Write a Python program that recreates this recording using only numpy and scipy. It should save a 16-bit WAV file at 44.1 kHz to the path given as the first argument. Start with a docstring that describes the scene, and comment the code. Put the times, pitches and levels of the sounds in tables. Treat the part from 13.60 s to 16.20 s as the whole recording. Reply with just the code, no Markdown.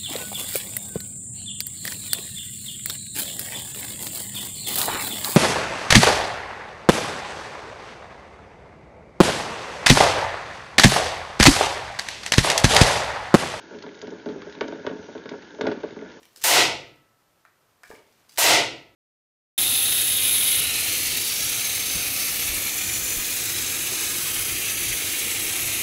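"""Quiet room, phone close to a wire cage: a small rodent works at a loose plastic wheel.
Knocks are damped modes of wheel and stand; after each the wheel rattles (random soft bumps) and scuffs.
Claw ticks are noise cracks plus wire modes, over a faint patter of the same modes.
One thin squeak is a wavering sine; the room adds soft coloured hiss and a short diffuse tail."""
import sys
import numpy as np
from scipy import signal
from scipy.fft import rfft, irfft
from scipy.io import wavfile
from scipy.ndimage import uniform_filter1d, map_coordinates

SR = 44100
rng = np.random.default_rng(int(sys.argv[2]) if len(sys.argv) > 2 else 0)


def output_pcm(signal):
    """Save a mono or channel-first signal as 16-bit PCM at the path in sys.argv[1].

    Samples are clipped to [-1, 1] before scaling.
    """
    pcm = np.clip(np.atleast_2d(signal).T, -1, 1) * 32767
    wavfile.write(sys.argv[1], SR, np.round(pcm).astype(np.int16))


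def to_linear_factor(level_db):
    """Convert decibel levels (scalar or array-like) to linear amplitude factors."""
    exponent = np.asarray(level_db, float) / 20
    return 10 ** exponent


N = 114660


def band(x, lo_hz, hi_hz):
    """Butterworth band-pass."""
    return signal.sosfilt(signal.butter(2, [lo_hz, hi_hz], "bandpass", fs=SR, output="sos"), x)


def level(x, db):
    """Scale to an rms level."""
    return x * to_linear_factor(db) / np.sqrt(np.mean(x ** 2))


def walk(rate_hz):
    """Random levels of about unit spread, held 1 / rate_hz s and slewed twice."""
    hold = int(SR / rate_hz)
    steps = np.repeat(rng.standard_normal(N // hold + 1), hold)
    return 1.703 * uniform_filter1d(uniform_filter1d(steps, hold), hold)[:N]


def ring(times_s, gains, modes):
    """Each blow sets every mode ringing; times and complex gains are blows x modes."""
    out = np.zeros(N)
    at = np.clip((times_s * SR).astype(int), 0, N - 1)
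    for k, (hz, db, t60_s) in enumerate(modes):
        push = np.zeros(N, complex)
        np.add.at(push, at[:, k], gains[:, k] * to_linear_factor(db))
        pole = np.exp((2j * np.pi * hz - np.log(1000) / max(t60_s, 0.005)) / SR)  # t60 at least 5 ms
        out += signal.lfilter([1], [1, -pole], push).imag
    return out


LOUDEST_DB = 21  # cap on a random blow over the weakest


def swarm(per_s, spread_db):
    """Random small blows: times and sizes, exponential in dB, so most are weak."""
    chance = rng.random((int(per_s * N / SR), 2))
    size_db = np.minimum(-spread_db * np.log(1 - chance[:, 1]), LOUDEST_DB)
    return chance[:, 0] * N / SR, to_linear_factor(size_db)


HISS_DB, FLICKER_DB = -48.5, 0.5  # flicker is scaled per octave band
# room hiss spectrum, relative: [f/Hz, density/dB per Hz]
HISS_SPECTRUM = [(18, -63), (30, -39), (75, -10), (213, -20), (294, 7.5), (783, -15.5), (878, -2),
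                 (1210, -18.5), (1420, -1), (1700, -1.5), (1860, -12), (3370, -16.5), (7000, -18.5),
                 (9100, -63.5), (15400, -120)]


def hiss():
    """Coloured room noise whose octave bands flicker on their own, the treble least."""
    hz = np.maximum(np.arange(N // 2 + 1) * SR / N, 1)
    table_hz, table_db = np.array(HISS_SPECTRUM).T
    spectrum = rfft(rng.standard_normal(N)) * to_linear_factor(np.interp(np.log(hz), np.log(table_hz), table_db))
    octave = np.clip(np.log2(hz / 80).astype(int), 0, 6)
    out = np.zeros(N)
    for k in range(7):
        flicker = to_linear_factor(FLICKER_DB * (2.5 - k / 8) * walk(16))
        out += irfft(spectrum * (octave == k), N) * flicker
    return level(out, HISS_DB)


TAIL_DB, TAIL_T60_LOW_S, TAIL_T60_HIGH_S = -8, 0.16, 0.17


def tail(x):
    """Cage tray and room answer with a short diffuse tail: two noise bands decaying exponentially."""
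    t = np.arange(SR // 3) / SR
    noise = rng.standard_normal(len(t)) * np.clip(t / 0.0057, 0, 1)  # 5.7 ms build-up
    low = band(noise, 110, 640) * to_linear_factor(-60 * t / TAIL_T60_LOW_S)
    high = band(noise, 1100, 4000) * to_linear_factor(-60 * t / TAIL_T60_HIGH_S)
    # energy shares: 1/20 low, 1/3 high
    answer = low / np.sqrt(np.sum(low ** 2) * 20) + high / np.sqrt(np.sum(high ** 2) * 3)
    return to_linear_factor(TAIL_DB) * signal.fftconvolve(x, answer)[:N]


PATTER_PER_S, PATTER_DB, PATTER_SPREAD_DB = 460, -59, 3.5
# wire modes, also rung by the claw ticks: [f/Hz, level/dB, t60/s]
WIRE_MODES = [(2094, -6.5, 0.012), (2310, -9, 0.012), (2867, -15, 0.017), (3140, -11.5, 0.016),
              (3453, -10.5, 0.016), (3747, -8.5, 0.01), (4494, -9, 0.0034), (6350, -19.5, 0.0023)]


def patter():
    """Faint dense ticks in the wires: random blows ring the wire modes."""
    s, size = swarm(PATTER_PER_S, PATTER_SPREAD_DB)
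    chance = rng.standard_normal((len(s), len(WIRE_MODES)))
    return level(ring(s[:, None] + 0 * chance, size[:, None] * chance + 0j, WIRE_MODES), PATTER_DB)


SQUEAK_WAVER_HZ, SQUEAK_WAVER_DB = 35, 2.5
# squeak track: [t/s, f/Hz, rms level/dB]
SQUEAK_TRACK = [(1.4, 6220, -68), (1.45, 5790, -67), (1.565, 5820, -71)]


def squeak():
    """One thin sine whistle that falls, then holds, wavering in level and pitch."""
    s, hz, db = np.array(SQUEAK_TRACK).T
    t = np.arange(N) / SR
    gate = np.clip(np.minimum(t - s[0], s[-1] - t) / 0.01, 0, 1)  # 10 ms fades
    loudness = to_linear_factor(np.interp(t, s, db) + SQUEAK_WAVER_DB * walk(79))
    pitch_hz = np.interp(t, s, hz) + SQUEAK_WAVER_HZ * walk(200)
    return np.sqrt(2) * gate * loudness * np.sin(2 * np.pi * np.cumsum(pitch_hz) / SR)


TICK_LEAD_S, CRACK_RISE_S, CRACK_DECAY_S = 0.0003, 0.0012, 0.0032
CRACK_DB, WIRE_DB, WIRE_SCATTER_DB = -3, -5, 2  # offsets on the table level
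# claw ticks: [t/s, level/dB before offsets, tilt/dB per octave]
CLAW_TICKS = [(0.1871, -35, -1), (0.2235, -30.5, 2), (0.2648, -34, -11.5), (0.35, -37, 13),
              (0.3896, -38.5, 12), (0.416, -27.5, 12.5), (0.4708, -33.5, -0.5), (0.5048, -37.5, 11),
              (0.5838, -43.5, 6), (0.659, -35, -0.5), (0.6884, -31, -4), (0.8196, -29.5, -6),
              (0.897, -37.5, 4), (0.9118, -42, -1.5), (0.9246, -34, 1), (0.9514, -36, -5.5),
              (1.0097, -15, -7.5), (1.08, -30.5, 2.5), (1.124, -34, -11), (1.266, -20, -7),
              (1.4662, -41, -1), (1.5524, -34, -16), (1.579, -35, -4), (1.6577, -32, -6),
              (1.6913, -27.5, -2.5), (1.8216, -36, -3), (1.948, -35.5, -14), (1.9856, -39.5, -9.5),
              (2.0109, -19, -3.5), (2.0681, -18, -5.5), (2.116, -28.5, -4.5), (2.234, -31.5, -6),
              (2.288, -37.5, -11), (2.363, -38.5, -11), (2.414, -38.5, -9), (2.5172, -38, -2)]


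def ticks():
    """A short crack of noise, bright or dull, and a brief ring of the wires."""
    out, t = np.zeros(N + 2048), np.arange(2048) / SR
    hz = np.maximum(np.arange(1025) * SR / 2048, 800)
    top_loss = 1 + (hz / 6000) ** 4
    envelope = np.exp(-t / CRACK_DECAY_S) * (1 - np.exp(-t / CRACK_RISE_S))
    for s, db, tilt_db in CLAW_TICKS:
        colour = to_linear_factor(tilt_db * np.log2(hz / 3500)) * (hz > 800) / top_loss
        crack = irfft(rfft(rng.standard_normal(2048)) * colour)
        i = int((s - TICK_LEAD_S) * SR)
        out[i:i + 2048] += level(crack, db + CRACK_DB) * envelope
    s, db = np.array(CLAW_TICKS).T[:2, :, None]
    chance = rng.standard_normal((len(s), len(WIRE_MODES)))
    gains = to_linear_factor(db + WIRE_DB + WIRE_SCATTER_DB * chance) + 0j
    return out[:N] + ring(s - TICK_LEAD_S + 0 * chance, gains, WIRE_MODES)


SHAKE_RISE_S, SETTLE_S = 0.0044, 0.056


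def shaking():
    """Each knock shakes the wheel up in proportion; it settles again."""
    shaken = np.zeros(N)
    for s, db, *_ in KNOCK_LIST:
        since = np.maximum(np.arange(N) / SR - s, 0)
        shaken += to_linear_factor(db) * (1 - np.exp(-since / SHAKE_RISE_S)) * np.exp(-since / SETTLE_S)
    return shaken


SCUFF_DB, SCUFF_LO_HZ, SCUFF_HI_HZ = -40, 700, 2920  # rms at shaking = 1


def scuff(shaken):
    """The shaking rim rubs on its stand: grainy mid-band noise."""
    grain = to_linear_factor(2.6 * walk(150)) * band(rng.standard_normal(N), SCUFF_LO_HZ, SCUFF_HI_HZ)
    return level(grain, SCUFF_DB) * shaken


RATTLE_PER_S, RATTLE_SPREAD_DB, RATTLE_TILT_DB_PER_OCT = 400, 1.9, -4
RATTLE_REST_DB, RATTLE_SHAKEN_DB = -48, -24.5  # rms at rest; rms added at shaking = 1
RATTLE_RING = 0.6  # share of the free t60 left while the wheel rubs
WOBBLE_S = 0.004  # time wobble as the wheel turns
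SOFT_HZ = 1860  # bumps too soft to click above this
# wheel and stand modes, also rung by the knocks: [f/Hz, level/dB, t60/s]
WHEEL_MODES = [(51.4, -14.5, 0.066), (98.2, -19.5, 0.15), (177, -13, 0.2), (221, -11, 0.16),
               (264, -4.5, 0.092), (315.6, -8, 0.3), (386.8, -9, 0.15), (427, 1, 0.115), (554.8, -6, 0.13),
               (635.7, -6, 0.079), (746, -13.5, 0.11), (912, -6.5, 0.1), (1126, -21, 0.27),
               (1457, -3.5, 0.046), (1625, -12.5, 0.1), (2215, -18, 0.03)]


def rattle(shaken):
    """Dense soft bumps in the wheel modes, louder while the wheel shakes."""
    s, size = swarm(RATTLE_PER_S, RATTLE_SPREAD_DB)
    hz = np.array(WHEEL_MODES)[:, 0]
    phase = np.exp(2j * np.pi * rng.random((len(s), len(hz))))
    gains = size[:, None] * to_linear_factor(RATTLE_TILT_DB_PER_OCT * np.log2(hz / 430)) * phase
    bumps = ring(s[:, None] + 0 * hz, gains, np.array(WHEEL_MODES) * [1, 1, RATTLE_RING])
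    wobbled = np.arange(N) + WOBBLE_S * SR * walk(8)
    bumps = map_coordinates(bumps, [wobbled], order=1, mode="mirror")
    return level(band(bumps, 65, SOFT_HZ), 0) * (to_linear_factor(RATTLE_REST_DB) + to_linear_factor(RATTLE_SHAKEN_DB) * shaken)


LOW_HZ, LOW_RISE_CYCLES, RISE_CYCLES = 300, 2.4, 1.5
KNOCK_DB, KNOCK_LEAD_S = -5, 0.001954  # level offset; start ahead of the table time
SCATTER_DB, DETUNE = 1.5, 0.02  # per mode and knock; detune as a fraction of f
DAMPED_DB, DAMP_S = -12, 0.003
# wheel knocks: [t/s, level/dB before offset, tilt/dB per octave, gain of modes below LOW_HZ/dB, free ring/s]
KNOCK_LIST = [(0.11, -29, -1.5, -3, 0.013), (0.124, -32, -1.5, 8, 0.026), (0.139, -30, -5.5, 0, 0.021),
              (0.156, -32, -13, 4, 0.036), (0.239, -30, -0.5, 10, 0.023), (0.266, -30.5, -0.5, 11, 0.019),
              (0.278, -37, 1, 6, 0.0096), (0.299, -49, -1, 5, 0.012), (0.425, -27.5, -1.5, -2, 0.016),
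              (0.438, -24, -12.5, 3, 0.016), (0.478, -26, -4, 5.5, 0.024), (0.519, -24.5, -9, 7.5, 0.022),
              (0.661, -17.5, -5, 5, 0.025), (0.689, -20, -7.5, 4.5, 0.015),
              (0.703, -25.5, -19, -1.5, 0.015), (0.759, -17.5, -12.5, 3.5, 0.0074),
              (0.869, -24, -11.5, 3.5, 0.016), (0.977, -27, -13, 8.5, 0.011), (1.011, -10.5, -4, -3, 0.015),
              (1.043, -20.5, -2.5, 5.5, 0.0057), (1.085, -17, -3, 2, 0.0061),
              (1.126, -18.5, -4.5, 3, 0.013), (1.135, -35.5, -4, 7.5, 0.0097), (1.191, -29, -8, 6.5, 0.021),
              (1.247, -20.5, -5, -9, 0.013), (1.269, -13.5, -3, 2, 0.017),
              (1.312, -24.5, -5.5, 10.5, 0.034), (1.335, -28, -15, 3, 0.021), (1.362, -29, -24, 10, 0.014),
              (1.486, -24.5, -7.5, 3.5, 0.021), (1.552, -24, -3.5, 1.5, 0.029),
              (1.655, -25, -6.5, 5, 0.015), (1.715, -24, -4.5, 7.5, 0.019), (1.737, -24.5, -1.5, 6, 0.016),
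              (1.941, -32, -8, -1, 0.0079), (1.989, -21.5, -8, -4.5, 0.032), (2.011, -11, -5, -1.5, 0.014),
              (2.038, -16, -7.5, 5, 0.013), (2.055, -21, 1, 2, 0.019), (2.072, -8, -3.5, -1.5, 0.01),
              (2.084, -24.5, -2.5, -7, 0.0087), (2.104, -25.5, -5, 6.5, 0.016), (2.116, -19, -3, 3, 0.019),
              (2.159, -32, -7, 11.5, 0.015), (2.236, -15, -4.5, -3.5, 0.016), (2.306, -30, -5, 0, 0.012),
              (2.368, -20.5, -11, 7.5, 0.0083), (2.423, -24, -7, 7, 0.012), (2.462, -34, 0, 10, 0.0067)]


def knocks():
    """Modes swell and ring freely; the wheel settles on its axle and damps them, the lowest half as much in dB."""
    out, t = np.zeros(N + 8192), np.arange(8192) / SR
    hz, mode_db, t60_s = np.array(WHEEL_MODES).T[:, :, None]
    low = hz < LOW_HZ
    swell = 1 - np.exp(-t * hz / np.where(low, LOW_RISE_CYCLES, RISE_CYCLES))
    shape = swell * to_linear_factor(-60 * t / np.maximum(t60_s, 0.005))
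    octaves = np.log2(np.maximum(hz / 430, 1))
    for s, db, tilt_db, low_db, free_s in KNOCK_LIST:
        scatter, detune = rng.standard_normal((2, *hz.shape))
        phase = 2 * np.pi * rng.random(hz.shape)
        gain = to_linear_factor(db + KNOCK_DB + mode_db + tilt_db * octaves + low * low_db + SCATTER_DB * scatter)
        sound = gain * shape * np.cos(2 * np.pi * hz * (1 + DETUNE * detune) * t + phase)
        settle = to_linear_factor(DAMPED_DB * (1 + np.tanh((t - free_s) / DAMP_S)) / 2)
        low_sum = sound[low[:, 0]].sum(axis=0)
        high_sum = sound[~low[:, 0]].sum(axis=0)
        i = int((s - KNOCK_LEAD_S) * SR)
        out[i:i + 8192] += np.sqrt(settle) * low_sum + settle * high_sum
    return out[:N]


def scene():
    """Knocks and ticks with their tail, over rattle, scuff, patter, squeak and hiss."""
    hits, shaken = knocks() + ticks(), shaking()
    wheel = rattle(shaken) + scuff(shaken)
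    return (hits + tail(hits) + wheel + patter() + squeak() + hiss())[None]


def low_pass(x):
    """Removes everything above the highest recorded frequency."""
    return signal.sosfilt(signal.butter(12, 7680, fs=SR, output="sos"), x)


MIC_LOW_HZ, TOP_HZ = 182, 6796


def record(dry):
    """The phone thins the bass and cuts the top steeply."""
    thin = signal.sosfilt(signal.butter(1, MIC_LOW_HZ, "highpass", fs=SR, output="sos"), dry)
    mix = signal.sosfilt(signal.ellip(12, 0.3, 95, TOP_HZ, fs=SR, output="sos"), thin)
    return low_pass(mix)


dry = scene()
out = record(dry)
output_pcm(out)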